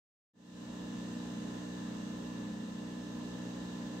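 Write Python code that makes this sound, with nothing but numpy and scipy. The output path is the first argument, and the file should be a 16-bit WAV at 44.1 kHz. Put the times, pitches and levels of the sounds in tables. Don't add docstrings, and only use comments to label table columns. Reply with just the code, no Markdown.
import sys
import numpy as np
from scipy import signal
from scipy.fft import rfft, irfft, next_fast_len
from scipy.io import wavfile
from scipy.ndimage import uniform_filter1d, map_coordinates

SR = 44100
rng = np.random.default_rng(int(sys.argv[2]) if len(sys.argv) > 2 else 0)


def store_pcm(level_fs):
    pcm = np.round(np.clip(level_fs, -1, 1) * 32767).astype(np.int16)
    wavfile.write(sys.argv[1], SR, np.atleast_2d(pcm).T)


N = 176400
MAINS_HZ, SHAFT_HZ = 60.0025, 26.53

# (time [s], bass and mid gain [ratio], treble gain [ratio])
SWELL = [(.335, 0, 0.0017), (.35, 0.038, 0.032), (.4, .13, .16), (.53, 0.31, 0.45), (.62, 0.66, 0.72),
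         (.8, 0.9, 0.91), (.93, 1, 1)]
# (time [s], level [dB], extra buzz [dB])
DRIFT = [(.9, -0.2, 1), (1.4, 0.08, 1), (2.3, 0, 0), (2.6, -1.3, 0), (3.0, -0.93, -0.5), (3.3, 0.35, -0.5),
         (3.9, 0.33, 0)]
# (time [s], level [dB])
VANE_LEVEL = [(.7, -52), (1.0, -47.5), (1.2, -55), (1.29, -58), (1.38, -43.5), (1.5, -52.5), (1.67, -70),
              (1.85, -48.5), (2.1, -46), (2.3, -57), (2.5, -44.5), (2.79, -46.5), (2.92, -58),
              (3.15, -48.5), (3.3, -58), (3.6, -63), (3.85, -47.5), (4.0, -54)]
# (multiple of shaft speed, level [dB], left-right [dB])
SHAFT_PARTIALS = [(2, -74, 0), (10, -60, 0), (16, -66, 0), (105, -73, -7)]
# (multiple of the mains, level [dB], left-right [dB])
HUM_PARTIALS = [(1, -66.8, 0.2), (2, -55.2, -3.8), (3, -47.2, 0.4), (4, -47.5, 0.2), (5, -49.5, -3.5),
                (6, -65.1, -3.5), (7, -63.4, -0.2), (8, -59.5, 3.5), (9, -68.0, -4.4), (10, -66.3, 3.5),
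                (11, -71.2, -6.3), (14, -66.7, 4.3), (15, -71.7, -8.8), (17, -64.1, 28.3),
                (29, -63.9, 11.7), (59, -75.8, -10.7), (79, -76.3, -4.4), (105, -73.2, -7.2),
                (130, -77.1, -13.0)]
# (frequency [Hz], level per partial [dB])
BUZZ_SPECTRUM = [(720, -74), (1200, -77), (1800, -76.5), (2100, -86), (2800, -78), (3500, -80.5),
                 (4000, -79.5), (4500, -87), (5400, -82), (6300, -81), (7400, -81), (8400, -88.5),
                 (9200, -99), (9900, -94.5), (10500, -113)]
# (frequency [Hz], left-right [dB])
PAN = [(150, -1), (660, -2), (1050, 4.5), (1700, 2), (2700, -2.5), (3800, -6), (6300, -4), (7400, -7),
       (9900, -5), (10400, 0)]
# (frequency [Hz], density [dB per Hz])
RUSH_SPECTRUM = [(20, -99), (50, -90.5), (100, -84), (160, -78), (215, -74.5), (275, -74), (360, -80.5),
                 (450, -84), (530, -79.5), (660, -85.5), (800, -89), (1000, -85.5), (1150, -91),
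                 (1550, -94.5), (1740, -89.5), (2000, -97), (2400, -100), (2750, -93), (3000, -95.5),
                 (3780, -92.5), (4600, -99), (5400, -99), (6400, -100), (7400, -103), (8600, -110),
                 (9900, -112.5), (10300, -118), (12500, -114.2), (15600, -113.5)]
# (frequency [Hz], left-right correlation [ratio])
RUSH_CORRELATION = [(30, 0.55), (120, 0.93), (280, 0.92), (500, 0.34), (1000, 0.32), (3000, 0),
                    (15000, 0.022)]
# (frequency [Hz], half-width [Hz], level [dB])
CASING_RINGS = [(1004, 41, -69.5), (1760, 89, -67), (2775, 50, -73), (3780, 49, -71.5), (4740, 30, -82),
                (6380, 54, -77.5)]


def amp(db):
    return 10 ** (np.asarray(db) / 20)


def unit(x):
    return x / np.sqrt(np.mean(np.abs(x) ** 2) + 1e-20)


def along(rows, hz):
    freqs, values = np.transpose(rows)
    return np.interp(np.log(hz + 1), np.log(freqs + 1), values)


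def curves(rows):
    times, *cols = np.transpose(rows)
    return [np.interp(np.arange(N) / SR, times, c) for c in cols]


def wobble(rate):
    knots = rng.standard_normal(int(N * rate / SR) + 4)
    return map_coordinates(knots, [np.arange(N) * rate / SR])


def placed(db, pan_db):
    pair = np.array([amp(pan_db / 2), amp(-pan_db / 2)]).reshape(2, -1)
    return amp(db) * pair / np.sqrt(np.mean(pair ** 2, axis=0))


def filtered(x, response):
    size = next_fast_len(N + SR // 2)
    return irfft(rfft(x, size) * response(np.fft.rfftfreq(size, 1 / SR)), size)[..., :N]


def tone(hz, flutter_db, waver_rad, start_rad=0):
    phase = 2 * np.pi * hz * np.arange(N) / SR + start_rad + waver_rad * wobble(9)
    spread_rad = min((hz / 460) ** 2, 0.89)
    lead = (-1) ** round(hz / MAINS_HZ) * spread_rad / 2
    return unit(amp(flutter_db * wobble(11)) * np.sin([phase + lead, phase - lead]))


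def pump():
    vane_db, = curves(VANE_LEVEL)
    vanes = amp(vane_db) * tone(8 * SHAFT_HZ, flutter_db=0.4, waver_rad=.3)
    shaft = sum(placed(db, pan) * tone(k * SHAFT_HZ, flutter_db=1, waver_rad=0.46)
                for k, db, pan in SHAFT_PARTIALS)
    return vanes + shaft


def motor():
    return sum(placed(db, pan) * tone(k * MAINS_HZ, flutter_db=.9, waver_rad=.05, start_rad=.6 * k ** 2)
               for k, db, pan in HUM_PARTIALS)


def buzz_cycle(size=8192, contact_decay_s=0.00036):
    t = np.arange(size) / size / MAINS_HZ
    spectrum = rfft(rng.standard_normal((2, size)) * (1 + np.exp(-t / contact_decay_s)))
    evened = unit(spectrum / np.sqrt(np.abs(spectrum)))
    k = np.arange(spectrum.shape[1])
    hz = k * MAINS_HZ
    free = (k > 0) & ~np.isin(k, [row[0] for row in HUM_PARTIALS]) & (hz < BUZZ_SPECTRUM[-1][0])
    colour = placed(along(BUZZ_SPECTRUM, hz), along(PAN, hz))
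    return irfft(evened * free * colour) * size / np.sqrt(2)


def panels(change=.27, jitter_s=2e-6):
    position = (np.arange(N) / SR + jitter_s * wobble(40)) * MAINS_HZ % 1
    new_loop = lambda: np.array([np.interp(position, np.arange(len(c)) / len(c), c)
                                 for c in buzz_cycle()])
    changing = (wobble(1.56) * new_loop() + wobble(6.98) * new_loop()) / np.sqrt(2)
    return (new_loop() + change * changing) / np.hypot(1, change)


def water(patchy_db=1.0, pulse_depth=0.13):
    grains = signal.stft(rng.standard_normal((2, N)), nperseg=512)[2]
    patches = rng.standard_normal(grains.shape[1:])
    for axis in (0, 1):
        patches = uniform_filter1d(patches, size=8, axis=axis)
    rush = unit(signal.istft(grains * amp(patchy_db * unit(patches)), nperseg=512)[1][:, :N])
    rush *= 1 + pulse_depth * np.sin(2 * np.pi * 2 * MAINS_HZ * np.arange(N) / SR)
    width = lambda hz: np.arccos(along(RUSH_CORRELATION, hz)) / 2
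    mid, side = filtered(rush, lambda hz: np.array([np.cos(width(hz)), np.sin(width(hz))]))
    colour = lambda hz: placed(along(RUSH_SPECTRUM, hz), along(PAN, hz))
    return np.sqrt(SR / 2) * filtered(np.array([mid + side, mid - side]), colour)


def casing():
    rings = np.zeros((2, N))
    for centre, width, db in CASING_RINGS:
        ring = filtered(rng.standard_normal((2, N)), lambda hz: 1 / (1 + ((hz - centre) / width) ** 2))
        rings += placed(db, along(PAN, centre)) * unit(ring)
    return rings


def scene():
    low_gain, high_gain = curves(SWELL)
    drift_db, buzz_db = curves(DRIFT)
    machine = pump() + amp(drift_db) * (motor() + amp(buzz_db) * panels() + water() + casing())
    low = filtered(machine, lambda hz: 1 / (1 + (hz / 2700) ** 6))
    return low_gain * low + high_gain * (machine - low)


def record(dry):
    return filtered(dry, lambda hz: hz < 15750)


dry = scene()
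out = record(dry)
store_pcm(out)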